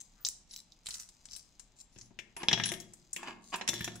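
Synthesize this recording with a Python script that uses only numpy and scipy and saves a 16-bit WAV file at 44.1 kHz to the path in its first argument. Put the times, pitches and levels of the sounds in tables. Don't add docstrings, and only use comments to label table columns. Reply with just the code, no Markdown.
import sys
import numpy as np
from scipy import signal
from scipy.fft import rfft, irfft
from scipy.io import wavfile

SR = 44100
rng = np.random.default_rng(int(sys.argv[2]) if len(sys.argv) > 2 else 0)


def store_pcm(level_fs):
    pcm = np.round(np.clip(level_fs, -1, 1) * 32767).astype(np.int16)
    wavfile.write(sys.argv[1], SR, np.atleast_2d(pcm).T)


N = 176400

# (time [s], level [dB], thud [dB], hollow [dB], wood [dB], ring [dB],
# high ring [dB], top [dB], rattle [dB], left minus right [dB])
FALLS = [(2.4852, 21, -1.5, 1.5, -8, -10, -20, -30, 0.5, 2.5), (2.5128, -2, 2, 15, 25, 7, -3, -1, 7, 0.5),
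         (2.5165, 1.5, 15.5, 17, 0, -18, -18, -20, 14, 7.5),
         (2.5298, 19, 8.5, 7.5, 1, -2.5, -21.5, -14.5, 5, 4.5),
         (2.576, -5.5, 11, 19.5, 13.5, 6, -24, -12, 8, 9), (2.599, 1.5, 4, 15.5, 17, -4, -34, -19, 16, 5.5),
         (2.637, 8.5, -16, -22, 1.5, 6, -9.5, -10, 19, 3),
         (2.6582, -3.5, -13, -19, 16, 9.5, 13.5, 13, 8, 11.5), (2.69, -1.5, 5, -6, 1.5, 9, 6, -7, 6, 6),
         (2.7182, -5.5, 2, 18, 14.5, 6, 14.5, 18, 40, 11.5), (2.738, -3, 4.5, 5, 2.5, -0.5, 11, 9, 23, 6),
         (3.6768, 2.5, 13.5, -4, 13.5, 8, 10, 5, 24, -0.5),
         (3.6882, 8.5, 10, 9.5, -1, 2.5, 5.5, 12, 8.5, 3.5), (3.6925, 4, 4, 16.5, -5.5, 10, 5, 2, -3, 5),
         (3.7335, -11.5, 19, 22.5, 20.5, -2, 8, 20, 0, 2), (3.7395, -3.5, 15, -12, -35, 6.5, 8, 16, 7, 5),
         (3.808, -10, 31, 11.5, 24.5, -4, 10, 24, 0, 1.5), (3.844, -3, -3, 5, 8, 10.5, 12, 18, 32, 1.5),
         (3.877, -3, 16.5, 14, 14, -4, 2, 1, 29, 2)]
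# (time [s], level [dB], thud [dB], hollow [dB], ring [dB],
# top [dB], rattle [dB], left minus right [dB])
KNOCKS = [(1.961, -25.5, 27, -6, 20, -8, 16, 11), (2.108, -44, 32, 23, 5, 0, 24, 8.5),
          (2.189, -0.5, -8, -11.5, 13, -4, 6, 7), (2.366, -10, 3, 7, 19, 11.5, 27, 5.5),
          (2.432, -2.5, 5.5, 10, 16.5, -4, 30.5, 4.5), (3.1625, 1.5, -3, -8.5, 10, 13, 29, 1.5),
          (3.2305, -8.5, -2.5, 14.5, 14, 6, -7, -0.5), (3.2835, -15, 2, 18, -17, -11.5, 12, -3),
          (3.528, -9, -11, 13.5, -5, -11, 15, -1), (3.542, 0.5, -13, 8, 14.5, -4, 0, -5),
          (3.6115, 0.5, 0.5, 8.5, 15.5, -14, -5, 0.5)]
# (time [s], level [dB], hollow [dB], low ring [dB], high ring [dB],
# top [dB], rattle [dB], left minus right [dB])
CLINKS = [(0.2493, 9.5, -30, 8, -21, -1, -2, -1), (0.2512, 4.5, -25, -10, -1, -15, -3, 16.5),
          (0.2638, 10, -5, -22, -19, -2, 30, -10), (0.2675, 8, -14, -6, -20, -1, 11, 6.5),
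          (0.2875, 6.5, -11.5, -7, 6, -2, -19, 0), (0.5105, -7, -16, -0.5, -31, -9, 8, 3),
          (0.5372, -12.5, -15, 11, -22, 9, -5, 0), (0.5625, -2.5, -8, 1.5, -10, 8.5, -10, 0),
          (0.721, -18.5, -41, 15.5, -10, -5, -5, -2), (0.8595, -14, 17, 14, 18, 7, 5, 2),
          (0.8685, -9, 8.5, 18, 14.5, 6, -3, -0.5), (0.8868, -6.5, 15, 2, 13.5, 5, 31, -1),
          (0.9065, -0.5, -12, 9, -7, 1, 20, 1), (0.9415, 2, -12, 0, -2, 0, 14, -1.5),
          (0.9985, -0.5, -6, -7, -3.5, 2.5, 6, -3), (1.0885, -14.5, 2, 2.5, 3, -1, 22, 5),
          (1.255, -8.5, 3, -3, 3, -13, 1, 5.5), (1.2875, -21.5, 9, 11, -9, -13, -7, 7),
          (1.363, -12, 5, 5, 15, 10, 25, 9.5), (1.5955, -8.5, 3, -5.5, 0.5, -8, 22, 10),
          (1.9855, -10, 2.5, -13, -7, -28, 14, 14), (2.012, -3.5, -8, -11, -15, -38, 17, 4),
          (2.8015, -3, 0.5, -11, 1, 4, 2, 6.5), (2.9355, -12.5, 6.5, -14, 10, -1.5, 11, 4),
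          (3.1308, 3, -5, -23, 7, -6.5, 14, 3.5), (3.1435, -20, 12, 8, 6, 1, 17, 2),
          (3.559, -12.5, 22, 9, 18, 15, 20, 3), (3.956, -9, 16.5, -6, 5, 4, 20, 2)]
FALL_TONE_HZ = [3500, 160, 500, 1850, 6000, 9900, 13000]
KNOCK_TONE_HZ = [2400, 280, 950, 5300, 10000]
CLINK_TONE_HZ = [6000, 1700, 3800, 8800, 13000]

# (start [s], peak [s], end [s], level [dB])
SCRAPES = [(2.36, 2.425, 2.43, -46.5), (3.16, 3.19, 3.48, -55), (3.235, 3.282, 3.35, -43.5),
           (3.52, 3.541, 3.565, -31.5), (3.565, 3.595, 3.615, -50)]
ROLLS = [(2.53, 2.59, 2.9, -49), (2.63, 2.68, 2.71, -44.5), (3.68, 3.76, 4.028, -45)]
RUBS = [(.13, .21, .27, -68.5), (.85, .95, 1.1, -67)]
# (start [s], peak [s], end [s], level [dB], pitch [Hz])
SLIDES = [(-.06, 0.014, 0.023, -47, 7340), (0.464, 0.554, 0.546, -51, 5150),
          (0.51, 0.602, 0.61, -51.5, 4070), (0.73, 0.747, 0.61, -100, 3730), (0.825, 0.969, 1.1, -47, 7800),
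          (1.277, 1.34, 1.446, -48, 5300), (1.75, 1.823, 1.8185, -52, 7100),
          (1.882, 2.0, 2.12, -60.5, 6100), (3.394, 3.495, 3.62, -55, 7500)]
# (time [s], level [dB])
THUMPS = [(2.718, 8.5), (3.688, 5), (3.734, 4.5), (3.877, 5)]
PALM_THUDS = [(.267, -18.5), (.8875, -12)]
FIDGET = [(0, -70), (.45, -82.5), (1.0, -71), (1.3, -70), (1.55, -72.5), (2.0, -85.5), (2.3, -81),
          (3.0, -71), (3.4, -84), (4, -65)]
# (time [s], pitch [Hz], level [dB], t60 [s])
PINGS = [(.207, 14700, -59, 0.33), (0.514, 10170, -53.5, 0.17), (.721, 3830, -53, 0.037),
         (2.365, 10200, -43, 0.25), (2.655, 9800, -31, 0.13), (3.614, 4080, -39, 0.049)]

# (frequency [Hz], peak gain [dB], t60 [s])
BOX_MODES = [(114.8, 12.5, .3), (161.4, 12.5, .35), (184.3, 16, 0.55), (206.4, 8.5, 0.44),
             (225.2, 9.5, 0.43), (346.8, 6.5, 0.29), (385, -2, 0.3), (696, 1, 0.067), (936, 5.5, 0.18),
             (1116, -5.5, 0.6), (1658, 10, 0.093), (1763, 8.5, 0.25), (1817, 6, 0.3), (2140, 4.5, 0.38),
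             (2656, 1, .25), (2960, -7.5, 0.54), (3310, 4.5, .4), (3340, -2.5, 0.446), (3493, 3, 0.19)]
FIRST_COIN_MODES = [(5100, 2.5, .1), (5950, 0, 0.15), (9770, 3.5, .12), (9990, 7.5, 0.05), (10650, 9.5, .2)]
SECOND_COIN_MODES = [(5600, 1, 0.085), (5930, 2.3, 0.19), (6950, 4.7, 0.11), (7000, 5.4, 0.02)]
HELD_COIN_MODES = [(3967, 1.5, 0.023), (4945, -10.5, 0.18), (5510, 1, .12), (7450, 5.5, 0.098),
                   (9800, 10, .1), (14700, 1, .15)]

# (frequency [Hz], relative level [dB])
FALL_COLOUR = [(50, -22.5), (110, -18.5), (350, -13.5), (500, -19.5), (900, -13), (1250, -17.5), (2700, -3),
               (3400, 3.5), (4000, -2.5), (4600, -13), (5700, 0.5), (6400, -9), (7500, -9.5), (8800, -19),
               (9800, -13.5), (11500, -23), (15000, -36)]
KNOCK_COLOUR = [(60, -14), (200, -7.5), (350, -1), (520, -7.5), (950, -2), (1250, -11), (1800, -2.5),
                (2600, 3), (4500, -23.5), (7500, -16), (11000, -28), (15000, -40)]
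SCRAPE_COLOUR = [(100, -27), (350, 4.5), (520, -16.5), (850, -3), (940, -1), (1090, 3.5), (1250, -9.5),
                 (1650, -6), (2300, -9), (2600, 0.5), (3200, -8.5), (7500, -20), (15000, -47.5)]
THUMP_COLOUR = [(60, -19.5), (200, -12), (290, -9.5), (355, 5), (420, -8), (600, -13), (900, -22),
                (2000, -25), (8000, -60)]
CLINK_COLOUR = [(100, -20), (600, -24.5), (1300, -19), (2500, -13), (4000, -7.5), (5600, -2.5),
                (7800, -2.5), (9000, -10), (11000, -17.5), (15000, -26)]
PALM_COLOUR = [(25, 0), (70, 2), (200, -5), (500, -14), (1500, -24), (5000, -45)]
RUB_COLOUR = [(100, -14), (600, -12), (1000, -3), (1650, 0), (2300, -10), (8000, -22)]
ROOM_TONE_COLOUR = [(15, -7.5), (33, 7), (70, -8.5), (200, -7), (450, -21.5), (800, -18), (1500, -26),
                    (4000, -22.5), (7000, -48), (11000, -50.5), (15000, -50.5)]
# (frequency [Hz], level [dB], t60 [s])
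ROOM_TAIL = [(102, 1.5, 0.78), (353, -1.5, .6), (1000, -7.5, 0.51), (3400, -15, 0.4), (6500, -8, 0.34),
             (10000, -9.5, 0.27), (15000, 4, 0.097)]
# (frequency [Hz], coherence [0-1])
MIC_COHERENCE = [(100, 0.84), (500, 0.9), (1500, 0.53), (4000, 0.31), (12000, .05)]

FALL_DB, KNOCK_DB, CLINK_DB, ROOM_TONE_DB = -4, -3.5, -5.5, -67
SCRAPE_SLIPS_PER_S, ROLL_SLIPS_PER_S, SLIDE_SLIPS_PER_S, RUB_SLIPS_PER_S = 1000, 800, 690, 5000
SECOND_COIN_S = 3.05
MIC_SPREAD_S = 3e-5
PING_SPLIT_HZ, CUTOFF_HZ = 89, 15700


def money_box():
    knocks = from_db(KNOCK_DB) * hits(KNOCKS, KNOCK_COLOUR, KNOCK_TONE_HZ, scatter_db=14, t60=0.058)
    falls = from_db(FALL_DB) * hits(FALLS, FALL_COLOUR, FALL_TONE_HZ, scatter_db=1.5, t60=0.047)
    scrapes = friction(strokes(SCRAPES), SCRAPE_SLIPS_PER_S, SCRAPE_COLOUR, pan_db=0)
    rolls = friction(strokes(ROLLS), ROLL_SLIPS_PER_S, FALL_COLOUR, pan_db=0.5)
    touches = knocks + falls + scrapes + rolls
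    is_first = np.arange(N) < SECOND_COIN_S * SR
    first_coin = ringing(touches * is_first, BOX_MODES + FIRST_COIN_MODES)
    second_coin = ringing(touches * ~is_first, BOX_MODES + SECOND_COIN_MODES)
    return first_coin + second_coin + soft_blows(THUMPS, THUMP_COLOUR)


def handful():
    clinks = from_db(CLINK_DB) * hits(CLINKS, CLINK_COLOUR, CLINK_TONE_HZ, scatter_db=4, t60=0.046)
    slides = sum(friction(strokes([stroke]), SLIDE_SLIPS_PER_S, damped_coin_colour(hz), pan_db=3.5)
                 for *stroke, hz in SLIDES)
    fidget_db = np.interp(np.arange(N) / SR, *np.transpose(FIDGET))
    fidget = friction(from_db(fidget_db), SLIDE_SLIPS_PER_S, CLINK_COLOUR, pan_db=4.5)
    return ringing(clinks + slides + fidget, HELD_COIN_MODES)


def pings():
    out = np.zeros((2, N))
    for s, hz, db, t60 in PINGS:
        start = int(s * SR)
        t = np.arange(min(SR // 2, N - start)) / SR
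        pair = sum(gain * np.sin(2 * np.pi * (mode_hz * t + rng.random((2, 1))))
                   for mode_hz, gain in ((hz, 1), (hz + PING_SPLIT_HZ, 0.5)))
        attack = 1 - np.exp(-t / 0.00029)
        out[:, start:start + len(t)] += pair * attack * from_db(db - 60 * t / t60)
    return out


def hands():
    thuds = soft_blows(PALM_THUDS, PALM_COLOUR)
    return thuds + friction(strokes(RUBS), RUB_SLIPS_PER_S, RUB_COLOUR, pan_db=1)


def hits(rows, colour, tone_hz, scatter_db, t60):
    out, hz = np.zeros((2, N + SR)), bins(2048)
    for s, db, *tone, rattle_db, pan_db in rows:
        shade_db = at_hz(zip(tone_hz, [0, *tone]), hz)
        strike = click(db + at_hz(colour, hz) + shade_db)
        hit = convolve(contact(scatter_db + rattle_db, t60), strike)
        start = int(s * SR)
        out[:, start:start + hit.shape[1]] += hit * pan(pan_db)
    return out[:, :N]


def soft_blows(rows, colour):
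    blows = np.zeros(N)
    for s, db in rows:
        blows[int(s * SR)] = from_db(db)
    thud = convolve(contact(scatter_db=1, t60=0.031), click(at_hz(colour, bins(4096))))
    return convolve(blows, thud)


def friction(effort, slips_per_s, colour, pan_db):
    slipping = rng.random(N) < slips_per_s / SR
    size_db = 3.5 * np.minimum(rng.exponential(1, N), 4)
    slips = slipping * from_db(size_db) * rng.choice([-1, 1], N)
    grain = convolve(contact(scatter_db=11.5, t60=0.012), click(at_hz(colour, bins(2048))))
    return effort * rms_one(convolve(slips, grain)) * pan(pan_db)


def strokes(rows):
    t = np.arange(N) / SR
    return sum(from_db(db) * np.interp(t, times, [0, 1, 0]) ** 1.44 for *times, db in rows)


def damped_coin_colour(pitch_hz, peak_db=6, width_octaves=0.35):
    hz = np.geomspace(100, 16000, num=120)
    peak = np.exp(-(np.log2(hz / pitch_hz) / width_octaves) ** 2)
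    return np.c_[hz, at_hz(CLINK_COLOUR, hz) + peak_db * peak]


def ringing(touches, modes):
    t, response = np.arange(SR) / SR, 0
    for hz, db, t60 in modes:
        decay = np.log(1000) / t60
        response += from_db(db) * 2 * decay / SR * np.exp(-decay * t) * np.cos(2 * np.pi * hz * t)
    return touches + convolve(touches, response)


def contact(scatter_db, t60, size=4096):
    samples = np.arange(size)
    lag = np.clip(rng.normal() * MIC_SPREAD_S * SR / 2, -2, 2) * np.array([[1], [-1]])
    direct = np.sinc(samples - 4 - lag)
    scatter = diffuse(size) * from_db(-60 * samples / SR / t60)
    scatter /= np.sqrt(np.sum(scatter ** 2) / 2)
    return (direct + from_db(scatter_db) * scatter) / np.hypot(1, from_db(scatter_db))


def room(direct):
    noise, t, tail = rfft(diffuse(SR)), np.arange(SR) / SR, 0
    for hz, db, t60 in ROOM_TAIL:
        band = at_hz([(row[0], row[0] == hz) for row in ROOM_TAIL], bins(SR))
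        decay = np.log(1000) / t60
        tail += from_db(db) * np.sqrt(2 * decay / SR) * np.exp(-decay * t) * irfft(noise * band)
    build_up = 1 - np.exp(-t / 0.0027)
    return direct + convolve(direct, tail * build_up)


def room_tone():
    spectrum = rfft(diffuse(N)) * from_db(at_hz(ROOM_TONE_COLOUR, bins(N)))
    return from_db(ROOM_TONE_DB) * rms_one(irfft(spectrum, N))


def diffuse(size):
    mid, side = rfft(rng.standard_normal((2, size)))
    alike = at_hz(MIC_COHERENCE, bins(size))
    return irfft(np.sqrt((1 + alike) / 2) * mid + np.sqrt((1 - alike) / 2) * side * [[1], [-1]], size)


def click(db):
    cepstrum = irfft(np.log(from_db(db)))
    half = len(cepstrum) // 2
    causal = np.r_[cepstrum[0], 2 * cepstrum[1:half], np.zeros(half)]
    return irfft(np.exp(rfft(causal)))


def at_hz(points, hz):
    point_hz, values = np.transpose(sorted(map(tuple, points)))
    return np.interp(np.log(np.maximum(hz, 1)), np.log(point_hz), values)


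def from_db(db):
    return 10 ** (np.asarray(db) / 20)


def pan(db):
    return from_db([[db / 2], [-db / 2]])


def rms_one(x):
    return x / np.sqrt(np.mean(x ** 2) + 1e-20)


def bins(size):
    return np.fft.rfftfreq(size, 1 / SR)


def convolve(a, b):
    return signal.fftconvolve(np.atleast_2d(a), np.atleast_2d(b), axes=1)[:, :N]


def scene():
    return room(handful() + hands() + money_box() + pings()) + room_tone()


def record(dry):
    return signal.sosfilt(signal.ellip(10, 0.3, 80, CUTOFF_HZ, fs=SR, output="sos"), dry)


dry = scene()
out = record(dry)
store_pcm(out)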